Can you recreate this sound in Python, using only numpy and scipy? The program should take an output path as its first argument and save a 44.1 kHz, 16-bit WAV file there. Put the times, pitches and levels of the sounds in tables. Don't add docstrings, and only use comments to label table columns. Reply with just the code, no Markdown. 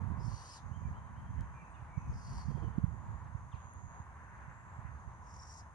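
import sys
import numpy as np
from scipy import signal
from scipy.fft import rfft, irfft
from scipy.io import wavfile

SR = 44100
rng = np.random.default_rng(int(sys.argv[2]) if len(sys.argv) > 2 else 0)


def log_audio(samples):
    frames = np.atleast_2d(samples).T
    limited = np.clip(frames, -1, 1)
    pcm = np.round(limited * 32767).astype(np.int16)
    wavfile.write(sys.argv[1], SR, pcm)


N = 253134
TIME = np.arange(N) / SR
FREQS = np.fft.rfftfreq(N, 1 / SR)


def undb(db):
    return 10 ** (np.asarray(db) / 20)


def unit(x):
    return x / np.sqrt(np.mean(x ** 2))


def curves(table):
    times, *columns = np.transpose(table)
    return [np.interp(TIME, times, column) for column in columns]


def held(start, end, rise_s, fall_s):
    return np.exp(np.minimum(TIME - start, 0) / rise_s - np.maximum(TIME - end, 0) / fall_s)


def phase(hz):
    return 2 * np.pi * np.cumsum(hz) / SR


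def noise():
    return rng.standard_normal(N)


def walk(rate):
    return unit(irfft(rfft(noise()) * np.exp(-(FREQS / rate) ** 2), N))


def colour(x, points):
    hz, db = np.transpose(points)
    gain = undb(np.interp(np.log(FREQS + 1), np.log(hz), db))
    return unit(irfft(rfft(x) * gain, N))


def resonate(x, hz, width_hz):
    b, a = signal.iirpeak(hz, hz / width_hz, fs=SR)
    return unit(signal.lfilter(b, a, signal.lfilter(b, a, x)))


def two_mics(x, lag_ms, right_db):
    late = irfft(rfft(x) * np.exp(-2j * np.pi * FREQS * lag_ms / 1000), N)
    return np.array([x * undb(-right_db / 2), late * undb(right_db / 2)])


def scatter(x, fade_s, db):
    tails = rng.standard_normal((2, SR)) * np.exp(-np.log(1000) * TIME[:SR] / fade_s)
    echoes = [signal.fftconvolve(x, tail / np.linalg.norm(tail))[:N] for tail in tails]
    return undb(db) * np.array(echoes)


def eddy(time_s, hz, core_cycles=0.59):
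    out, cycles = np.zeros(N), (TIME - time_s) * hz
    near = np.abs(cycles) < 5
    out[near] = -np.cos(2 * np.pi * cycles[near]) / (1 + (cycles[near] / core_cycles) ** 2) ** 2
    return out


# time_s, left_db, right_db
BREEZE = [(0, -72, -48), (.6, -68, -59), (1.15, -56, -45.5), (1.8, -58, -52), (2.8, -57, -39.5),
          (3.6, -60, -55.5), (4.15, -69, -55.5), (5.1, -58.5, -53.5), (5.74, -71, -62)]
# start_s, end_s, level_db, side (0 left, 1 right)
GUSTS = [(0, 0.326, -35.5, 1), (0.682, 0.905, -39, 1), (.88, 0.969, -46, 0), (1.196, 1.52, -47, 0),
         (1.346, 1.405, -38, 1), (2.002, 2.155, -40.5, 1), (2.066, 2.178, -43.5, 0), (2.3, 2.401, -42.5, 0),
         (2.33, 2.393, -38.5, 1), (2.491, 2.687, -33.5, 1), (2.887, 3.14, -41.5, 1), (3.813, 3.85, -44, 1),
         (4.83, 4.874, -45.5, 1)]
# frequency_hz, relative_db
WIND_COLOUR = [(20, -23), (35, -10.5), (52, -3.5), (80, 1.5), (120, -1.5), (170, -9.5), (240, -17),
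               (380, -38.5), (600, -51.5), (1300, -67.5)]
# time_s, pitch_hz, peak_db, side (0 left, 1 right)
BIG_EDDIES = [(.027, 92, -30, 1), (.071, 97, -32, 1), (0.121, 146, -23.5, 1), (0.716, 100, -29.5, 1),
              (0.912, 130, -31, 1), (1.353, 102, -30.5, 1), (1.824, 82.5, -33.5, 1), (1.978, 103, -20.5, 1),
              (2.097, 98, -22.5, 0), (2.486, 113, -23.5, 1), (2.553, 141, -24, 1), (2.784, 174, -16, 1),
              (2.842, 130, -14.5, 1), (3.352, 100, -24.5, 1), (3.542, 93, -27.5, 1), (4.002, 107, -33, 1),
              (4.484, 110, -34.5, 1), (4.791, 113, -32.5, 1), (4.852, 77, -31, 1), (5.076, 96, -32, 1)]


def wind(flutter_hz=340, strong_gust_db=-33, eddy_hz=100, eddy_boost_db=11.5, leak_db=-29):
    out = np.zeros((2, N))
    for mic, breeze_db in enumerate(curves(BREEZE)):
        gusts = [undb(db) * held(start, end, rise_s=0.047, fall_s=0.029)
                 for start, end, db, side in GUSTS if side == mic]
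        flow = np.max([undb(breeze_db), *gusts], axis=0)
        churn = flow * undb(2 * walk(27))
        flutter = resonate(noise(), flutter_hz, width_hz=330) * undb(-59 + 5.1 * walk(42))
        flutter *= (churn / undb(strong_gust_db)) ** 1.9
        small_eddies = sum(eddy(when * TIME[-1], eddy_hz * (1 + 0.34 * (2 * pitch_draw - 1)))
                           for when, pitch_draw in rng.random(size=(24, 2)))
        rumble = colour(noise(), WIND_COLOUR) * churn
        out[mic] = rumble + flutter + small_eddies * flow * undb(eddy_boost_db)
        for time_s, hz, db, side in BIG_EDDIES:
            out[mic] += eddy(time_s, hz) * undb(db if side == mic else db + leak_db)
    return out


# frequency_hz, relative_db
ROAR_COLOUR = [(40, -2.5), (70, 13.5), (130, 3.5), (220, -6.5), (370, -15), (580, -11.5), (780, -5.5),
               (1000, 2.5), (1330, -8.5), (1850, -13), (2600, -27.5), (3200, -33.5), (4500, -38.5),
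               (11000, -58)]
# time_s, relative_db
TRAFFIC = [(0, -55.5), (.8, -59), (1.7, -60.5), (2.35, -57.5), (2.8, -58.5), (3.3, -60), (5.05, -59.5),
           (5.74, -60.5)]
# frequency_hz, relative_db
TREAD_COLOUR = [(700, -17.5), (1250, -2), (1500, 2), (1900, -2), (2250, -11.5), (2750, -17), (3200, -35),
                (4500, -52)]
# time_s, half_length_s, relative_db
CARS = [(1.45, 0.22, -60), (2.29, 0.57, -64), (3.298, 0.22, -67.5), (4.415, 0.3, -55),
        (4.872, 0.049, -54.5)]


def road(roar_gain_db=6, tread_gain_db=-5, between_cars_db=-66.5, directions=5):
    traffic_db, = curves(TRAFFIC)
    car_power = sum((undb(db) / (1 + ((TIME - time_s) / half_s) ** 2)) ** 2
                    for time_s, half_s, db in CARS)
    tread_level = np.sqrt(undb(between_cars_db) ** 2 + car_power)
    out = 0
    for direction in np.linspace(-1, 1, directions):
        roar = colour(noise(), ROAR_COLOUR) * undb(traffic_db + roar_gain_db + 2.24 * walk(11))
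        tread = colour(noise(), TREAD_COLOUR) * tread_level * undb(tread_gain_db + 2.1 * walk(13))
        out += two_mics(roar + tread, lag_ms=0.14 + 0.15 * direction, right_db=-0.1)
    return out / np.sqrt(directions)


# frequency_hz, relative_db
AIR_COLOUR = [(1500, 0), (4000, -8.5), (5200, -4.5), (7500, 2), (10200, 2), (11500, -9.5)]


def open_air(level_db=-82):
    return np.array([colour(noise(), AIR_COLOUR) for _ in range(2)]) * undb(level_db)


# start_s, end_s, pitch_hz, level_db
INSECT_TURNS = [(.55, 0.91, 6480, -77), (1.302, 1.7, 6430, -82), (2, 2.3, 6300, -75),
                (2.4, 2.7, 6430, -81.5), (3.373, 3.62, 6560, -80.5), (4.207, 4.45, 6500, -84),
                (4.94, 5.3, 6450, -80), (5.5, 5.74, 6500, -87)]


def far_insects(steady_hz=6480, steady_db=-81, width_hz=750, fade_s=0.03):
    out = np.zeros((2, N))
    for mic in range(2):
        out[mic] = resonate(noise() * undb(1.5 * walk(100)), steady_hz, width_hz) * undb(steady_db)
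        buzzing = noise() * undb(2.4 * walk(100))
        for start, end, hz, db in INSECT_TURNS:
            out[mic] += resonate(buzzing, hz, width_hz) * undb(db) * held(start, end, fade_s, fade_s)
    return out


# start_s, swell_s, end_s, end_level_db, fade_db_per_s, puffs_per_s, flutter_db
HISSES = [(.16, 0.1, 0.575, -61, 600, 320, 0.5), (2.07, 0.14, 2.392, -65, 98, 330, 1.5),
          (5.21, 0.096, 5.595, -63, 600, 283, 2.5)]
# frequency_hz, relative_db
THROATS = [
    [(1200, -40), (2400, -14), (3550, -7.5), (3950, -2), (5000, -3.5), (5900, -1.5), (6400, 0), (6900, -8),
     (7400, -14), (8550, -13), (9000, -5.5), (11000, -21)],
    [(1200, -33), (2400, -14), (3850, -9), (4400, 0.5), (5200, -2.5), (6200, 3), (7300, -15), (8500, -11.5),
     (9800, -13), (10400, -15), (11500, -22)],
    [(1200, -43), (3200, -30), (4000, -11), (4600, -18), (5000, -5.5), (5700, -0.5), (6400, 0), (7300, -12),
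     (8600, -16), (9100, -14), (11000, -24.5)],
]


def owl_hisses(rise_db_per_s=19, rasp_db=2.5, bright_hz=7500, beak_hz=4700, closed_db=-9):
    below_bright = signal.butter(2, bright_hz, fs=SR, output="sos")
    below_beak = signal.butter(10, beak_hz, fs=SR, output="sos")
    out = np.zeros(N)
    for (start, swell, end, db, fade_rate, puff_rate, flutter_db), throat in zip(HISSES, THROATS):
        push_db = rise_db_per_s * np.minimum(TIME - end, 0) - fade_rate * np.maximum(TIME - end, 0)
        effort = np.clip((TIME - start) / swell, 0, 1) * undb(push_db)
        cycle = phase(puff_rate * (1 + 0.35 * walk(190)))
        puffs = unit(undb(rasp_db * np.cos(cycle) + flutter_db * walk(110)))
        breath = colour(noise() * puffs, throat)
        body = signal.sosfiltfilt(below_bright, breath)
        low = signal.sosfiltfilt(below_beak, body)
        middle = body - low
        high = (breath - body) * effort ** 0.49
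        closed = (1 - np.tanh((TIME - start - 0.14) / 0.02)) / 2
        out += (low * undb(closed_db * closed) + middle + high) * effort * undb(db)
        out += squeals(start, end + swell, puffs)
    return out


# start_s, end_s, pitch_hz, glide_hz, level_db
SQUEALS = [(0.187, .3, 5140, 218, -71), (0.276, 0.429, 4350, 124, -73), (0.307, 0.478, 5850, 96, -69),
           (0.486, .565, 5220, -8, -60), (0.55, 0.601, 4890, -1800, -63.5), (2.116, 2.43, 5200, 1, -74),
           (2.388, 2.462, 4670, -600, -73), (5.287, 5.345, 5650, -100, -68.5),
           (5.369, 5.54, 5520, 133, -66), (5.555, 5.62, 5720, -800, -71)]


def squeals(hiss_start, hiss_end, puffs, smear_hz=130, fade_s=0.029):
    smear = walk(smear_hz) + 1j * walk(smear_hz)
    out = np.zeros(N)
    for start, end, hz, glide_hz, db in SQUEALS:
        if end > hiss_start and start < hiss_end:
            pitch = hz + glide_hz * np.clip((TIME - start) / (end - start), 0, 1)
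            squeal = unit(puffs * np.real(smear * np.exp(1j * phase(pitch))))
            fade = np.clip(np.minimum(TIME - start, end - TIME) / fade_s, 0, 1)
            out += squeal * undb(db) * fade
    return out


def owls_at_burrow(gain_db=1.5):
    calls = undb(gain_db) * owl_hisses()
    ground = scatter(calls, fade_s=0.015, db=-3)
    trees = scatter(calls, fade_s=0.18, db=-8)
    return two_mics(calls, lag_ms=0.3843, right_db=-3.5) + ground + trees


def bird_note(start, length, pitches, db, right_db, wobble):
    out, playing = np.zeros((2, N)), (TIME >= start) & (TIME < start + length)
    progress = (TIME[playing] - start) / length
    glide = np.polyval(np.polyfit([0, 0.5, 1], pitches, 2), progress)
    swell = np.sqrt(2 * np.abs(np.sin(np.pi * progress)))
    tone = swell * np.sin(phase(glide * wobble[playing]))
    out[:, playing] = undb([db - right_db / 2, db + right_db / 2])[:, None] * tone
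    return out


# start_s, length_s, pitch_hz, relative_db, right_minus_left_db
WHISTLES = [(.833, 0.055, 2404, -70, 3), (1.022, 0.041, 3200, -85, 1), (1.25, 0.039, 3270, -79, -7),
            (1.533, 0.099, 2417, -68, 12), (1.547, 0.14, 2660, -75, 15), (1.887, 0.12, 2310, -66, -7),
            (1.95, 0.18, 2593, -75.5, 9), (2.496, .11, 3260, -83, 20), (2.615, 0.073, 3140, -77, 17),
            (2.584, 0.14, 469, -59.5, 0)]
# start_s, length_s, start_hz, fall_hz, relative_db, right_minus_left_db
CHIRPS = [(1.7, .035, 8930, 600, -78.5, -4), (1.738, 0.051, 2990, 520, -72, 13),
          (1.74, .032, 3750, 400, -83, 17), (3.515, 0.039, 3980, 1706, -66, -3),
          (3.538, .045, 5120, 2230, -78, 0)]


def birds(song_start_s=0.712, song_step_s=0.216, song_hz=(2530, 3090, 2996), sag_share=0.0445):
    wobble = 1 + 0.022 * walk(260)
    out = np.zeros((2, N))
    for k in range(4):
        start = song_start_s + k * song_step_s
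        out += bird_note(start, length=0.069, pitches=song_hz, db=-74 - 0.7 * k,
                         right_db=4, wobble=wobble)
    for start, length, hz, db, right_db in WHISTLES:
        pitches = hz * (1 - sag_share * np.array([0, 0.5, 1]))
        out += bird_note(start, length, pitches, db, right_db, wobble)
    for start, length, hz, fall_hz, db, right_db in CHIRPS:
        pitches = hz - fall_hz * np.array([0, 0.67, 1])
        out += bird_note(start, length, pitches, db, right_db, wobble)
    return out * undb(-3) + scatter(out.mean(axis=0), fade_s=0.7, db=-2.5)


# time_s, pitch_hz, width_hz, decay_s, left_peak_db, right_peak_db
TICKS = [(1.409, 2200, 9000, 0.00011, -43, -55), (2.381, 860, 260, 0.0059, -42, -49),
         (3.735, 9770, 600, 0.00082, -72, -52.5)]


def ticks():
    out = 0
    for time_s, hz, width_hz, decay_s, left_db, right_db in TICKS:
        burst = noise() * (TIME >= time_s) * np.exp(-np.abs(TIME - time_s) / decay_s)
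        tick = resonate(burst, hz, width_hz)
        out += undb([left_db, right_db])[:, None] * tick / np.abs(tick).max()
    return out


# start_s, end_s, pitch_hz, wing_strokes_per_s, level_db, right_minus_left_db
BUZZES = [(2.818, 3.222, 6870, 140, -84.5, 16), (3.548, 4.033, 6630, 120, -72, 8.5),
          (4.445, 4.81, 7160, 71, -80, 4)]


def near_insects(swell_s=0.093, stop_s=0.008, stroke_db=7, sweep_hz=230):
    out = np.zeros((2, N))
    for start, end, hz, stroke_rate, db, right_db in BUZZES:
        cycle = phase(stroke_rate * (1 + 0.014 * walk(6.8)))
        pitch = hz - sweep_hz * np.sin(cycle) + 100 * walk(460)
        strokes = undb(stroke_db * np.cos(cycle) + walk(60))
        fade = np.clip((TIME - start) / swell_s, 0, 1) * np.clip((end - TIME) / stop_s, 0, 1)
        buzz = unit(strokes * np.sin(phase(pitch))) * undb(db) * fade
        out += two_mics(buzz, lag_ms=0.375, right_db=right_db) + scatter(buzz, fade_s=0.29, db=-9)
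    return out


def scene():
    fade_in = np.minimum(TIME / 0.004, 1)
    field = owls_at_burrow() + wind() + road() + open_air() + far_insects()
    return fade_in * (field + near_insects() + birds() + ticks())


def record(dry, low_cut_hz=37, high_cut_hz=11600):
    low_cut = signal.butter(4, low_cut_hz, btype="highpass", fs=SR, output="sos")
    high_cut = signal.ellip(8, 0.2, 60, high_cut_hz, fs=SR, output="sos")
    return signal.sosfilt(high_cut, signal.sosfilt(low_cut, dry))


dry = scene()
out = record(dry)
log_audio(out)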